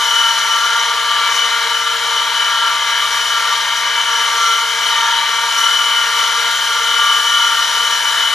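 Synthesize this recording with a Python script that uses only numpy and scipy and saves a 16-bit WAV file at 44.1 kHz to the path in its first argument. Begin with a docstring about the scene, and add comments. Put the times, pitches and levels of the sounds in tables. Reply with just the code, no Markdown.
"""Shrill whines and bursts of squeal near 3 kHz ride on a steady rubbing hiss, over the hum of a motor.
An electric motor spins a steel bearing ring against a metal sample that a weighted lever presses on it.
Rolling elements knock about 231 times a second. Squeal, whines and weaker lines are wavering tones;
the rubbing is noise, part of which repeats each turn, pushed by the knocks and coloured by the metal.
A short room tail and faint low room noise lie behind, and two microphone ports hear it all differently."""
import sys
import numpy as np
from scipy import signal
from scipy.fft import rfft, irfft
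from scipy.io import wavfile

SR = 44100
rng = np.random.default_rng(int(sys.argv[2]) if len(sys.argv) > 2 else 0)


def dump(signal):
    """Clip the signal to [-1, 1] and save it as 16-bit WAV at the path in sys.argv[1]."""
    limited = np.clip(np.atleast_2d(signal).T, -1, 1)
    pcm = np.round(limited * 32767).astype(np.int16)
    wavfile.write(sys.argv[1], SR, pcm)


N = 367794

TIME = np.arange(N) / SR
FREQ = np.fft.rfftfreq(N, 1 / SR)
# average rates of the turning parts
BALL_PASS_HZ = 231.12
CAGE_HZ = BALL_PASS_HZ / 12
SHAFT_HZ = 49.7
WOBBLE_HZ = 19.9


def amp(db):
    """Turns decibels into gain."""
    return 10 ** (np.asarray(db) / 20)


def unit(x):
    """Scales a signal to rms 1."""
    return x / np.sqrt(np.mean(abs(x) ** 2) + 1e-20)


def spectrum(points):
    """Reads (Hz, value) rows at every FFT bin, with straight lines on a log-frequency axis."""
    hz, value = np.transpose(points)
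    return np.interp(np.log(FREQ + 1), np.log(hz + 1), value)


def curves(rows):
    """Reads every column of (seconds, value, ..) rows at every sample."""
    seconds, *columns = np.transpose(rows)
    return [np.interp(TIME, seconds, column) for column in columns]


def arch(middle, length):
    """One smooth rise and fall of height 1."""
    return np.cos(np.pi * np.clip((TIME - middle) / length, -.5, .5)) ** 2


def arches(rows):
    """Adds up the rises and dips of (middle in seconds, length in seconds, dB) rows."""
    return sum(db * arch(middle, length) for middle, length, db in rows)


def flutter(width_hz, size=8192):
    """Complex random motion of rms 1 with a bell-shaped spectrum, made at a low sample rate."""
    hz = np.fft.fftfreq(size, TIME[-1] / size)
    noise = rng.standard_normal(size) + 1j * rng.standard_normal(size)
    return unit(np.fft.ifft(noise / (1 + (hz / width_hz) ** 2)))


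def stretched(slow):
    """Spreads a low-rate signal over all samples."""
    return np.interp(TIME, np.linspace(0, TIME[-1], len(slow)), slow)


def motor_clock(wander=0.000498, wander_hz=1.493):
    """Time in seconds as the shaft counts it: the load makes the speed waver a little."""
    speed_change = wander * unit(stretched(flutter(wander_hz).real))
    return TIME + np.cumsum(speed_change) / SR


def tone(hz, clock, fade, fade_hz, rough, rough_hz):
    """A complex line locked to the shaft, with slow fading and a rough skirt from uneven contact."""
    steady = np.exp(2j * np.pi * rng.random())
    size = unit(steady + fade * flutter(fade_hz) + rough * flutter(rough_hz))
    # the root of 2 gives the real part rms 1
    return np.sqrt(2) * stretched(size) * np.exp(2j * np.pi * hz * clock)


# The two squeal tones, which beat about 40 times a second: pitches in Hz.
SQUEAL_PITCHES = [2984.6, 3024.4]
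# How loud each squeal tone is between bursts, in dB.
SQUEAL_REST = [-29.0, -28.8]
# Bursts of squeal as the contact grabs.
# Each row: middle in seconds, length in seconds, amount added to the lower tone in dB, to the upper in dB.
SQUEAL_BURSTS = [(0.19, 0.52, -20.5, -29), (0.53, 0.12, -23, -22), (0.78, 0.29, -40, -31),
                 (1.13, 0.26, -29, -52), (1.4, 0.21, -20.5, -40), (1.746, 0.16, -33, -26),
                 (2.172, 0.16, -38, -28), (2.412, 0.21, -26, -34), (2.72, 0.92, -46, -35),
                 (3.36, 0.48, -28, -38), (3.97, 0.15, -45, -21.5), (4.19, 0.29, -34, -24),
                 (4.644, 0.27, -38, -31), (4.924, 0.33, -27, -23), (5.14, 0.25, -24.5, -38),
                 (5.682, 0.33, -19.5, -22), (5.89, 0.52, -21, -43), (6.244, 0.29, -20, -34),
                 (7.102, 0.7, -22, -24), (7.466, 0.64, -20.5, -31), (7.89, 0.58, -23, -41),
                 (8.225, 0.44, -23.5, -36)]


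def squeal(clock, level_db=0.0, octave_db=-24, twelfth_db=-34, push=0.18):
    """Stick and slip near 3 kHz, nudged by each ball; the jerky motion adds overtones that grow with it."""
    sizes = amp(SQUEAL_REST)[:, None]
    sizes = sizes + sum(np.outer(amp(dbs), arch(middle, length)) for middle, length, *dbs in SQUEAL_BURSTS)
    swing = sum(size * tone(hz, clock, fade=0.073, fade_hz=4.3, rough=0.36, rough_hz=14)
                for hz, size in zip(SQUEAL_PITCHES, sizes))
    ball_push = push * np.exp(2j * np.pi * BALL_PASS_HZ * clock)
    swing = swing * (1 + ball_push + 0.08 * stretched(flutter(70)))
    turn = swing / (abs(swing) + 1e-9)  # each factor of this moves the squeal up by one harmonic
    octave = amp(octave_db) * turn * stretched(flutter(91))
    twelfth = amp(twelfth_db) * turn ** 2 * stretched(flutter(220))
    return amp(level_db) * (swing * (1 + octave + twelfth)).real


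# Moments when one line of the rig rings up and dies back.
# Each row: middle in seconds, length in seconds, pitch in Hz (rounded),
# amount added in dB before the trims of the whine or drone.
RING_UPS = [(0.14, 0.62, 1407, -31), (0.2, 0.75, 925, -31), (0.41, 1.1, 1367, -30), (0.59, 0.36, 1176, -32),
            (0.71, 0.44, 1407, -29), (0.81, 0.3, 925, -32), (0.88, 0.52, 462, -48), (1.15, 0.44, 1176, -25),
            (1.26, 0.3, 1367, -26), (1.49, 0.25, 1407, -29), (1.83, 0.62, 1367, -26), (1.94, 1.4, 462, -45),
            (2.61, 0.44, 1367, -28), (3.05, 0.2, 1176, -27), (3.39, 0.3, 1367, -26), (3.49, 0.3, 1176, -26),
            (4.18, 0.9, 925, -39), (4.41, 0.2, 1176, -28), (4.49, 0.44, 1367, -23), (4.49, 1.4, 462, -47),
            (5.1, 0.62, 925, -30), (5.21, 0.36, 1367, -28), (5.46, 0.16, 1176, -25),
            (5.72, 0.44, 1367, -28), (6.04, 1.4, 1407, -31), (6.23, 0.36, 925, -34),
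            (6.26, 0.16, 1367, -28), (6.28, 0.75, 462, -47), (6.9, 0.52, 462, -47), (7.12, 1.1, 1176, -30),
            (7.26, 1.4, 1407, -26), (7.5, 0.3, 925, -33), (7.5, 0.3, 1367, -24)]


def swelling(hz):
    """Amplitude that the swells add to the line at this pitch."""
    return sum(amp(db) * arch(middle, length)
               for middle, length, pitch, db in RING_UPS if abs(pitch - hz) < 2)


# The three loud whines of the rig: pitches in Hz.
WHINE_PITCHES = [1175.5, 1367.3, 1406.6]
# How loud each whine is between its swells, in dB before the overall whine level.
WHINE_REST = [-28.5, -29.5, -30.5]


def whine(clock, level_db=1.4, swell_db=-1.5):
    """Three strong lines that flicker at rest and ring up in turn."""
    out = 0
    for hz, rest_db in zip(WHINE_PITCHES, WHINE_REST):
        size = amp(rest_db) + amp(swell_db) * swelling(hz)
        out = out + size * tone(hz, clock, fade=0.42, fade_hz=6.5, rough=0.38, rough_hz=9.5)
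    return amp(level_db) * out.real


# Moments when whine and squeal briefly ease off.
# Each row: middle in seconds, length in seconds, change in dB.
EASINGS = [(1.99, 0.11, -8), (3.62, 0.2, -6), (4.76, 0.35, -4), (7.68, .14, -5), (8.01, 0.12, -6)]


def lulls():
    """Gain that dips whenever whine and squeal ease off."""
    return amp(arches(EASINGS))


# Slow course of the treble of the rubbing; only the changes around each average are used.
# Each row: time in seconds, hiss level in dB, level of the shrill rasp in dB.
TREBLE_COURSE = [(0.0, -31.5, -27), (0.86, -35.5, -27.5), (0.93, -36, -35), (1.25, -35.5, -33),
                 (1.37, -33.5, -29), (1.41, -35.5, -31), (1.58, -35, -33.5), (2.93, -36, -31.5),
                 (3.16, -32.5, -30.5), (3.88, -37, -32.5), (4.3, -33, -26.5), (5.27, -36, -31.5),
                 (5.67, -31.5, -28), (5.9, -33.5, -29.5), (8.11, -31.5, -29), (8.25, -32.5, -33),
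                 (8.34, -32, -31.5)]
# Brief scuffs of the contact that brighten the rubbing, before hiss and rasp take their shares.
# Each row: middle in seconds, length in seconds, lift in dB.
CONTACT_SCUFFS = [(0.12, .3, 0), (1.36, 0.11, 4), (3.79, .12, 3.5), (4.47, 0.17, 0.5), (4.887, 0.054, 5),
                  (5.594, .1, 3.5), (6.19, .12, 3.5), (7.22, .35, 2)]


def friction(unsteady_db=0.63, unsteady_hz=3.0, hiss_share=0.67, rasp_share=1.0):
    """Changes in dB of grinding, rasp and hiss: the force wavers at random, scuffs lift the treble."""
    hiss_db, rasp_db = curves(TREBLE_COURSE)
    force_db = unsteady_db * unit(stretched(flutter(unsteady_hz).real))
    scuff_db = arches(CONTACT_SCUFFS)
    rasp_db = rasp_db + rasp_share * scuff_db
    hiss_db = hiss_db + hiss_share * scuff_db
    return [db - db.mean() for db in (force_db, rasp_db, hiss_db)]


def scrape(clock, repeat_hz, repeat):
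    """Surface roughness: one part comes round again with each turn, the rest is always new."""
    count = int(SR / repeat_hz / 2)
    track = irfft(np.exp(2j * np.pi * rng.random(count)), 32 * count)  # one turn, finely sampled
    again = np.interp(clock * repeat_hz % 1, np.linspace(0, 1, len(track)), track)
    return unit(repeat * unit(again) + rng.standard_normal(N))


# Colour of the rubbing, before the overall rubbing level.
# Each row: frequency in Hz, relative level in dB per Hz.
RUB_COLOUR = [(30, -105), (120, -88.5), (230, -85.5), (400, -73), (740, -71.5), (880, -59.5), (1600, -58.5),
              (2200, -59.5), (2600, -63), (3500, -57), (7000, -69.5), (7800, -73.5), (11500, -75),
              (13500, -87.5)]
# Resonances and dips of lever and holder that colour the rubbing.
# Each row: frequency in Hz, width in Hz, lift in dB (negative for a dip).
LEVER_MODES = [(437, 32, 3), (578, 50, 7.5), (918, 60, 4.5), (1166, 46, 10), (1466, 31, 8.5),
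               (1560, 105, 2), (2600, 230, -2.5), (3000, 147, 12.5), (3950, 170, 2.5), (4630, 150, -4),
               (5380, 200, 4.5), (7076, 620, 7), (9260, 280, 8.5), (10200, 500, 3), (12020, 350, 8.5)]


def rubbing(clock, grind_db, hiss_db, level_db=43.0, split_hz=5200,
            thump_db=1.73, knock_db=2.0, grit_db=0.36, follow=0.97):
    """Grinding and hiss, pushed by each passing ball and coloured by the metal parts."""
    passing = 2 * np.pi * BALL_PASS_HZ * clock
    knock = np.cos(passing) + 0.7 * np.cos(2 * passing) + 0.22 * np.cos(3 * passing)
    grit = unit(stretched(flutter(280).real))
    cage_scrape = scrape(clock, CAGE_HZ, repeat=0.83)
    shaft_scrape = scrape(clock, SHAFT_HZ, repeat=0.63)
    grind = unit(cage_scrape + 0.78 * shaft_scrape)
    grind *= amp(grind_db + thump_db * knock + 0.88 * grit)
    hiss = scrape(clock, 2 * CAGE_HZ, repeat=.62)
    hiss *= amp(follow * hiss_db + knock_db * knock + grit_db * grit)
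    treble = 1 / (1 + (split_hz / (FREQ + 1)) ** 4)  # share of the power that is hiss
    drive = np.sqrt(1 - treble) * rfft(grind) + np.sqrt(treble) * rfft(hiss)
    lift_db = sum(db / (1 + (2 * (FREQ - hz) / width) ** 2) for hz, width, db in LEVER_MODES)
    return irfft(drive * amp(level_db + spectrum(RUB_COLOUR) + lift_db), N)


# Shrill resonances of the contact.
# Each row: frequency in Hz, width in Hz, level in dB, throb with each wobble of the bearing in dB.
SHRILL_BANDS = [(5810, 340, -34.5, 2.3), (5785, 45, -37.5, 1.5), (6420, 220, -40.5, 1.5)]


def shrill(clock, rasp_db, follow=1.18, flicker_db=1.5):
    """Bands of screech that throb with each wobble of the bearing and flare at random."""
    throb = np.cos(2 * np.pi * WOBBLE_HZ * clock)
    out = np.zeros(N)
    for hz, width, db, throb_db in SHRILL_BANDS:
        band = unit((stretched(flutter(width / 2)) * np.exp(2j * np.pi * hz * clock)).real)
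        flicker = unit(stretched(flutter(6.5).real))
        out += band * amp(db + follow * rasp_db + throb_db * throb + flicker_db * flicker)
    return out


# A wobble of the bearing splits multiples of the ball-pass rate into a line below and a line above.
# Each row: multiple of the ball-pass rate, level in dB before the overall level of these lines.
SPLIT_BELOW = [(4, -40), (5, -35.5), (7, -37), (8, -35.5), (9, -35), (10, -35), (11, -49), (12, -44),
               (14, -31.5), (15, -40), (16, -37), (18, -41), (19, -44)]
SPLIT_ABOVE = [(4, -36), (7, -34.5), (8, -37), (9, -37), (10, -41), (12, -46), (14, -39), (18, -43),
               (20, -47), (21, -48)]
# Further lines of the rig, off that series.
# Each row: pitch in Hz, level in dB before the same overall level.
FURTHER_LINES = [(476, -52), (694, -50), (714, -53), (954, -37), (1020, -46), (1190, -34), (1210, -40),
                 (1468, -42), (1521, -43), (1540, -43), (1688, -40), (1697, -42), (1712, -35), (1943, -44),
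                 (2174, -40), (3074, -36), (3085, -35), (3115, -38), (3925, -38), (4023, -44), (4320, -44),
                 (5677, -44), (5777, -41), (5877, -45), (6007, -48), (6238, -47), (6370, -44), (6470, -44)]


def overtones(clock, force_db, level_db=0.5, follow=0.76, rough=0.39, rough_per_hz=.00009):
    """The many weaker lines: each fades by itself, all rise with the force, the high ones are rougher."""
    below = [(order * BALL_PASS_HZ - WOBBLE_HZ, db) for order, db in SPLIT_BELOW]
    above = [(order * BALL_PASS_HZ + WOBBLE_HZ, db) for order, db in SPLIT_ABOVE]
    lines = 0
    for hz, db in below + above + FURTHER_LINES:
        roughness = rough + rough_per_hz * hz
        lines = lines + amp(db) * tone(hz, clock, fade=0.7, fade_hz=3.1, rough=roughness, rough_hz=9.7).real
    return amp(level_db + follow * force_db) * lines


# The two low tones, as multiples of the ball-pass rate.
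DRONE_MULTIPLES = [2, 4]
# How loud each low tone is between its swells, in dB before the overall drone level.
DRONE_REST = [-48, -33]


def drone(clock, level_db=0.03):
    """Two low tones on the ball-pass rate, which swell like the whines."""
    out = 0
    for hz, rest_db in zip(np.multiply(DRONE_MULTIPLES, BALL_PASS_HZ), DRONE_REST):
        size = amp(rest_db) + swelling(hz)
        out = out + size * tone(hz, clock, fade=0.16, fade_hz=5.1, rough=0.46, rough_hz=10.7)
    return amp(level_db) * out.real


# Hum of the motor and lines of its shaft.
# Each row: pitch in Hz, level in dB averaged over the ports, left minus right in dB.
HUM_LINES = [(100, -54, -16), (199.3, -63, -11), (249, -72, -5), (299, -70, -3), (85, -78, -10),
             (646, -44.5, -3)]


def hum(clock):
    """The motor's iron buzzes at twice the mains rate, with a few companion lines."""
    out = np.zeros((2, N))
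    for hz, db, pan_db in HUM_LINES:
        line = tone(hz, clock, fade=0.014, fade_hz=3.7, rough=0.084, rough_hz=12).real
        ports = amp([[pan_db / 2], [-pan_db / 2]])
        out += amp(db) * line * ports / ports.mean()
    return out


def workshop(x, t60=0.043):
    """A short diffuse tail, different at each port, that falls by 60 dB in t60 seconds."""
    t = TIME[:SR // 3]
    tails = rng.standard_normal((2, len(t))) * amp(-60 * t / t60) * (t > .004)  # starts after 4 ms
    tails /= np.linalg.norm(tails, axis=1, keepdims=True)
    return signal.fftconvolve(x[None], tails, axes=1)[:, :N]


def rumble(level_db=-76, top_hz=130):
    """Faint low room noise, unrelated at the two ports."""
    shape = FREQ / (FREQ + 40) / (1 + (FREQ / top_hz) ** 2)
    return amp(level_db) * unit(irfft(rfft(rng.standard_normal((2, N))) * shape, N))


# How unlike the two microphone ports hear the rig.
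# Each row: frequency in Hz, left minus right in dB.
PORT_LEVELS = [(60, -15.5), (92, -16.0), (140, -4), (210, -18), (330, -1), (500, -1), (770, -3), (1170, 2),
               (1790, 2), (2740, 4.5), (4190, 6), (6410, 2), (9810, -0.5), (15000, -1.5)]
# Each row: frequency in Hz, phase by which left leads in radians.
PORT_LEADS = [(0, -1.2), (1380, 0.39), (1640, 0.95), (1980, 0.4), (2500, 0.52), (6120, -0.43),
              (8180, -0.72), (9390, -0.9), (9990, -0.86), (15200, 1)]


def scene():
    """All parts of the rig sound from one place; the ports hear them with unlike colour and phase."""
    clock = motor_clock()
    grind_db, rasp_db, hiss_db = friction()
    noise = rubbing(clock, grind_db, hiss_db) + shrill(clock, rasp_db)
    loud_tones = lulls() * (whine(clock) + squeal(clock))
    tones = drone(clock) + loud_tones + overtones(clock, grind_db)
    room = workshop(amp(-10) * noise + amp(-20) * tones)
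    # each port takes half of the difference
    lean = amp(spectrum(PORT_LEVELS) / 2) * np.exp(.5j * spectrum(PORT_LEADS))
    ports = np.array([lean, 1 / lean])
    rig = irfft(rfft(noise + tones + room) * ports / abs(ports.mean(0)), N)
    return rig + hum(clock) + rumble()


def record(dry, edge_hz=15200):
    """The recorder rounds off the highest peaks, then cuts everything above the edge."""
    rounded = dry / (1 + (dry / .95) ** 8) ** (1 / 8)
    lowpass = signal.firwin(1023, edge_hz, window=("kaiser", 9), fs=SR)
    return signal.oaconvolve(rounded, lowpass[None], "same")


dry = scene()
out = record(dry)
dump(out)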